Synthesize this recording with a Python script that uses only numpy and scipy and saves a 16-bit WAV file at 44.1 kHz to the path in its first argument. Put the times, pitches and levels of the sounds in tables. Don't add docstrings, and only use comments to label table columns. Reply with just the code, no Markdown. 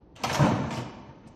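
import sys
import numpy as np
from scipy import signal
from scipy.fft import rfft, irfft
from scipy.io import wavfile
from scipy.ndimage import uniform_filter1d

SR = 44100
rng = np.random.default_rng(int(sys.argv[2]) if len(sys.argv) > 2 else 0)


def rack_gain(trim_db):
    fader = np.asarray(trim_db, float)
    return 10 ** (fader / 20)


def bounce(signal):
    frames = np.transpose(np.atleast_2d(signal))
    limited = np.clip(frames, -1, 1)
    pcm = np.round(limited * 32767).astype(np.int16)
    wavfile.write(sys.argv[1], SR, pcm)


N = 59535

# (frequency [Hz], density [dB per Hz])
HUM_SPECTRUM = [(25, 11.5), (45, 6), (71, -2), (290, -7.5), (650, -19), (900, -20.5), (1400, -35.5),
                (3200, -45), (4500, -46.5), (8000, -63), (14000, -66)]
# (frequency [Hz], t60 [s])
HALL_DECAY = [(80, 0.42), (250, 1.58), (1000, 1.3), (3000, 1.08), (6000, 0.87), (8500, 0.56), (13000, 0.69)]
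# (time [s], level [dB])
HANDLE_TICKS = [
    (1.255, -70),
    (1.2685, -59),
    (1.2749, -51),
    (1.285, -54),
    (1.308, -77),
]
# (time [s], level [dB])
ROLLING_EFFORT = [(0, -99), (0.153, -86), (0.162, -55.5), (.23, -52), (0.259, -39), (.38, -40.5),
                  (0.472, -43.5), (.56, -54.5), (0.6, -55), (0.65, -56), (0.7, -56), (.712, -52.5),
                  (0.769, -48.5), (0.814, -49.5), (.85, -73.5), (.95, -70), (1.202, -73.5), (1.35, -71)]
# (frequency [Hz], density [dB per Hz])
BALL_SPECTRUM = [(180, -16), (300, -9), (480, -5), (930, -6.5), (1660, -9.5), (2920, -10.5), (5860, -17),
                 (14200, -31.5)]
# (start [s], length [s], level [dB], centre [Hz])
SCRAPES = [
    (0.1553, 0.038, -54, 3020),
    (0.235, 0.015, -33.5, 5550),
    (0.3267, 0.051, -34.5, 6070),
    (0.59, 0.0087, -58, 4500),
    (0.766, 0.062, -66, 3900),
    (0.737, 0.081, -48.5, 5160),
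    (.775, 0.042, -54, 4900),
    (.7055, .1, -55, 7600),
    (.704, 0.022, -58, 2240),
    (0.747, 0.076, -56.5, 2600),
]
# (frequency [Hz], level [dB], t60 [s])
STOP_MODES = [(281, -4, 0.13), (623, -5, 0.06), (697, -7.5, 0.076), (937.5, -4, 0.12), (1040, 0, 0.04),
              (1287, 0, 0.068), (1770, -17, 0.057), (2176, -5, 0.1), (3266, -1, 0.017), (4310, -8, 0.048),
              (5305, -9, 0.039), (5910, -6, 0.027), (7350, -10.5, 0.016), (12140, -10, 0.021)]
# (time [s], level [dB])
STOP_KNOCKS = [
    (.2376, -30),
    (.2395, -34.5),
    (.2432, -32.5),
    (.2478, -27),
    (.2525, -35),
    (.2965, -47),
    (.3455, -30.5),
    (.3545, -37),
    (.7075, -39.5),
    (.7272, -49),
]
# (time [s], level [dB], frequency [Hz], t60 [s])
CHINKS = [(0.71, -40, 2620, .04), (.716, -43, 4920, .012), (.727, -41, 5440, 0.022),
          (.745, -47, 2230, 0.025), (0.77, -38, 3014, .05), (0.778, -45, 2880, 0.05),
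          (0.784, -47, 3056, 0.099), (.795, -52, 2220, .04), (0.807, -45, 3220, 0.028),
          (.83, -43.5, 3360, 0.017), (0.482, -38, 3060, 0.035), (0.768, -51, 8150, 0.041)]
# (time [s], level [dB],
# frequency [Hz], t60 [s])
PANEL_FLEXES = [(.395, -24, 929, 0.1), (.396, -30, 574, 0.33), (.405, -30.5, 979, 0.22),
                (.43, -31.5, 678, 0.13), (.432, -32, 312, 0.091), (.452, -26, 949, 0.099),
                (.462, -28, 531, 0.13), (.47, -32.5, 604, 0.19), (.495, -28.5, 872, .2),
                (.51, -33, 599, 0.14), (.545, -34.5, 740, 0.11), (.7075, -47.5, 1040, 0.065),
                (.725, -38, 918, .12), (.79, -40, 601, .12), (.79, -36.5, 330.3, .12)]
# (frequency [Hz], density [dB per Hz])
STEEL_SPECTRUM = [(180, -15), (400, -11.5), (760, 2.5), (1150, -5.5), (1600, -6.5), (3000, -12.5),
                  (6000, -20.5), (14200, -33)]
# (frequency [Hz], level [dB], t60 [s])
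RUNNER_MODES = [(996, -6.5, 0.16), (1110, -34, 0.042), (1210, -11, 0.13), (2330, -7.5, 0.54),
                (2200, -3, 0.14), (2887, 5.5, 0.031), (4330, -25, 0.054), (5200, -23.5, 0.0093),
                (5640, -32, 0.0091), (12700, -36, .015)]
# (frequency [Hz], density [dB per Hz])
SHEET_SPECTRUM = [(140, -35), (230, -5.5), (329, -2), (408, -17), (584, -1.5), (707, -8.5), (965, -8.5),
                  (1430, -17), (4000, -32), (5200, -64), (8800, -120)]
# (frequency [Hz], level [dB], t60 [s])
PANEL_MODES = [(242.8, -0.5, 0.34), (279, -0.5, 0.43), (327, 2.5, 0.091), (485, -2, 0.2), (534, -2, 0.25),
               (567.4, -0.5, 0.15), (584.7, 2, 0.11), (670, -20, 0.1), (747, -8, 0.44), (891, 0, 0.47),
               (945.5, 0.5, 0.16), (1003, -9.5, 0.26), (1258, -12, 0.46)]
# (frequency [Hz], level [dB], t60 [s])
BOX_MODES = [(87.6, 2, 0.19), (98.5, -4, 0.19), (125, 0, 0.25), (150.8, 4, 0.11), (176.8, -3, 0.24),
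             (205.9, 1, 0.33), (227.9, -2, 0.56)]
# (time [s], runner clank [dB], panel thump [dB], cabinet boom [dB], boom centre [Hz])
IMPACTS = [(0.158, -66, -54, -79, 202), (0.199, -82, -45.5, -64, 230), (0.224, -76, -75, -39, 237),
           (.237, -29.5, -35, -43.5, 130), (0.263, -67, -44.5, -33.5, 125),
           (.296, -30.5, -33, -30.5, 133.3), (.345, -28.5, -29, -36.5, 148), (.393, -71, -25, -22, 141),
           (.405, -58, -30.5, -23.5, 90), (.42, -64, -25, -22, 142.5), (.438, -36.5, -27, -25, 187.6),
           (.458, -59, -25, -24, 197), (.485, -48, -36, -31, 174.3), (.508, -61, -27, -26.5, 113),
           (0.551, -48, -37.5, -36, 208.6), (0.584, -57, -36, -38.5, 125), (.635, -57, -37, -29.5, 85.6),
           (.707, -39, -36, -48, 210), (.725, -38, -44.5, -39, 201), (.768, -45.5, -34.5, -34.5, 120.3),
           (0.793, -62, -42, -37.5, 120.8), (.815, -58, -44, -39, 225.3), (0.938, -92, -62, -62, 125),
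           (1.001, -68, -85, -49, 125), (1.088, -86, -51, -44, 132.5), (1.23, -91, -54.5, -51, 232),
           (1.261, -64, -53.5, -48.5, 130.4)]
# (frequency [Hz], gain [dB])
MIC_TREBLE = [(8700, -7.5), (10000, -5), (12200, -5), (14200, -7)]

BALL_TICKS_PER_S = 3000


def evened(x):
    return x / np.sqrt(np.mean(x ** 2) + 1e-20)


def unit(x):
    return x / np.linalg.norm(x)


def read(points, hz):
    f, value = np.transpose(points)
    return np.interp(np.log(hz + 1), np.log(f + 1), value)


def coloured(spectrum, size):
    white = rfft(rng.standard_normal(size))
    gain = rack_gain(read(spectrum, np.fft.rfftfreq(size, 1 / SR)))
    return evened(irfft(white * gain, size))


def ticks(size, per_s):
    struck = rng.random(size) < per_s / SR
    excess = np.minimum(rng.exponential(1, size), 4)
    sign = rng.choice([-1, 1], size)
    return struck * sign * rack_gain(3.5 * excess)


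def ring(hz, db, t60, t):
    return rack_gain(db - 60 * t / t60) * np.sin(2 * np.pi * hz * t)


def rings(modes, t):
    detune = 0.02396
    spot = rng.uniform(0.44, 1, len(modes)) * rng.choice([-1, 1], len(modes))
    tune = 1 + detune * rng.uniform(-1.019, 1, len(modes))
    return unit(sum(share * ring(hz * shift, db, t60, t)
                    for share, shift, (hz, db, t60) in zip(spot, tune, modes)))


def body(spectrum, t60, modes, modes_db):
    t = np.arange(SR // 2) / SR
    wash = unit(coloured(spectrum, len(t)) * rack_gain(-60 * t / t60))
    return unit(wash + rack_gain(modes_db) * rings(modes, t))


def steel():
    return body(STEEL_SPECTRUM, 0.088, RUNNER_MODES, -6.5)


def sheet():
    return body(SHEET_SPECTRUM, 0.18, PANEL_MODES, -4)


def room_hum():
    level_db, fade_s = -44.5, 0.02
    fade = np.minimum(np.arange(N) / SR / fade_s, 1)
    return rack_gain(level_db) * coloured(HUM_SPECTRUM, N) * fade


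def tail():
    gap_s = 0.0059
    hz, t, z = signal.stft(rng.standard_normal(N), SR, nperseg=256)
    decay = rack_gain(-60 * t / read(HALL_DECAY, hz)[:, None])
    wash = signal.istft(z * decay, SR, nperseg=256)[1][:N]
    onset = np.clip(np.arange(N) / SR / gap_s - 1, 0, 1)
    return unit(wash * onset)


def hall(x):
    turn_s = 0.202
    turn = np.pi / 2 * np.arange(N) / SR / turn_s
    return sum(signal.fftconvolve(x * share, tail())[:N] for share in (np.sin(turn), np.cos(turn)))


def handle():
    low_hz, top_hz, t60 = 4650, 13100, 0.048
    out, t = np.zeros(N + SR), np.arange(SR // 10) / SR
    thin = signal.butter(N=2, Wn=[low_hz, top_hz], btype="band", fs=SR, output="sos")
    for s, db in HANDLE_TICKS:
        tick = signal.sosfilt(thin, rng.standard_normal(len(t)))
        out[round(s * SR):][:len(t)] += tick * rack_gain(db - 60 * t / t60)
    return out[:N]


def catch():
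    air_db, span = -1, 1.18
    out = np.zeros(N)
    for s, length, db, hz in SCRAPES:
        progress = np.clip((np.arange(N) / SR - s) / length, 0, 1)
        swell = np.sin(np.pi * np.sqrt(progress))
        grit = evened(ticks(N, 2 * BALL_TICKS_PER_S))
        band = signal.butter(N=2, Wn=[hz / span, hz * span], btype="band", fs=SR, output="sos")
        scrape = evened(signal.sosfilt(band, grit)) + rack_gain(air_db) * np.gradient(grit)
        out += rack_gain(db) * scrape * swell
    return out


def rolling():
    hiss_t60, rumble_db = 0.009, -4.5
    s, db = np.transpose(ROLLING_EFFORT)
    t = np.arange(SR // 2) / SR
    effort = rack_gain(np.interp(np.arange(N) / SR, s, db))
    out = np.zeros(N)
    for side in "LR":
        hiss = unit(coloured(BALL_SPECTRUM, len(t)) * rack_gain(-60 * t / hiss_t60))
        track = hiss + rack_gain(rumble_db) * sheet()
        force = evened(ticks(N, BALL_TICKS_PER_S)) * effort
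        out += signal.fftconvolve(force, track)[:N]
    return out


def latch():
    out, t = np.zeros(N + SR), np.arange(SR // 4) / SR
    for k, (s, db) in enumerate(STOP_KNOCKS):
        for m, (hz, mode_db, t60) in enumerate(STOP_MODES):
            sign = (-1) ** (k * m // 2 + m)
            out[round(s * SR):][:len(t)] += sign * ring(hz, db + mode_db, t60, t)
    for s, db, hz, t60 in CHINKS + PANEL_FLEXES:
        out[round(s * SR):][:len(t)] += ring(hz, db, t60, t)
    return out[:N]


def boom(focus_hz, t):
    focus_db_per_octave, wall_t60 = 14, 0.19
    near = [(hz, db - focus_db_per_octave * abs(np.log2(hz / focus_hz)), t60) for hz, db, t60 in BOX_MODES]
    wall = unit(ring(focus_hz, 0, wall_t60, t))
    return unit(rings(near, t) + wall)


def impacts():
    chatter_per_s, chatter_s = 1200, 0.011
    out, t = np.zeros(N + SR), np.arange(SR // 2) / SR
    for s, clank_db, thump_db, boom_db, focus_hz in IMPACTS:
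        chatter = ticks(len(t), chatter_per_s) * np.exp(-(t / chatter_s) ** 2)
        force = unit(chatter + 3 * (t == 0))
        solid = rack_gain(clank_db) * steel() + rack_gain(thump_db) * sheet()
        sound = signal.fftconvolve(force, solid)[:len(t)]
        out[round(s * SR):][:len(t)] += 30 * (sound + rack_gain(boom_db) * boom(focus_hz, t))
    return out[:N]


def scene():
    hall_db = -7
    drawer = impacts() + rolling() + catch() + handle() + latch()
    return (drawer + rack_gain(hall_db) * hall(drawer) + room_hum())[None]


def treble_gate(x):
    frame, bins = 1024, 16
    shelf_hz, from_hz = 8700, 6400
    seam_hz, seam_width_hz, seam_db = 8850, 110, -12
    gate_db, rise_db_per_khz, slope, spread_db = -79.5, 1.2, 0.25, 5
    hole_rarity, hole_db = 1.35, -16
    hz, t, z = signal.stft(x, SR, nperseg=frame)
    bands = (len(hz) - 1) // bins
    z = z * np.where((hz > shelf_hz)[:, None], rack_gain(read(MIC_TREBLE, hz))[:, None], 1)
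    seam = np.exp(-((hz - seam_hz) / seam_width_hz) ** 2)
    z = z * rack_gain(seam_db * seam)[:, None]
    power = (abs(z[1:]) ** 2).reshape(bands, bins, -1).sum(1)
    sill_db = gate_db + rise_db_per_khz * (hz[bins::bins, None] - shelf_hz) / 1000
    waver = evened(uniform_filter1d(rng.standard_normal(power.shape), size=4))
    over_db = 10 * np.log10(power + 1e-20) - sill_db + spread_db * waver
    keep = np.repeat(1 / (1 + np.exp(-np.clip(slope * over_db, -20, 20))), bins, 0)
    chance = evened(uniform_filter1d(rng.standard_normal((2 * bands, len(t))), size=3))
    strips = chance > hole_rarity
    keep = keep * np.repeat(rack_gain(hole_db * strips), bins // 2, 0)
    keep = np.vstack([keep[:1], keep])
    gated = z * np.where((hz > from_hz)[:, None], keep, 1)
    return signal.istft(gated, SR, nperseg=frame)[1][:N]


def band_limit(x):
    return signal.sosfilt(signal.butter(12, 14390, fs=SR, output="sos"), x)


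def record(dry):
    low_hz, edge_hz = 64.4, 14150
    low = signal.butter(N=3, Wn=low_hz, btype="high", fs=SR, output="sos")
    edge = signal.firwin(511, edge_hz, window=("kaiser", 9), fs=SR)[None]
    gated = treble_gate(signal.sosfilt(low, dry[0]))[None]
    mix = signal.oaconvolve(gated, edge, "same")
    return band_limit(mix)


dry = scene()
out = record(dry)
bounce(out)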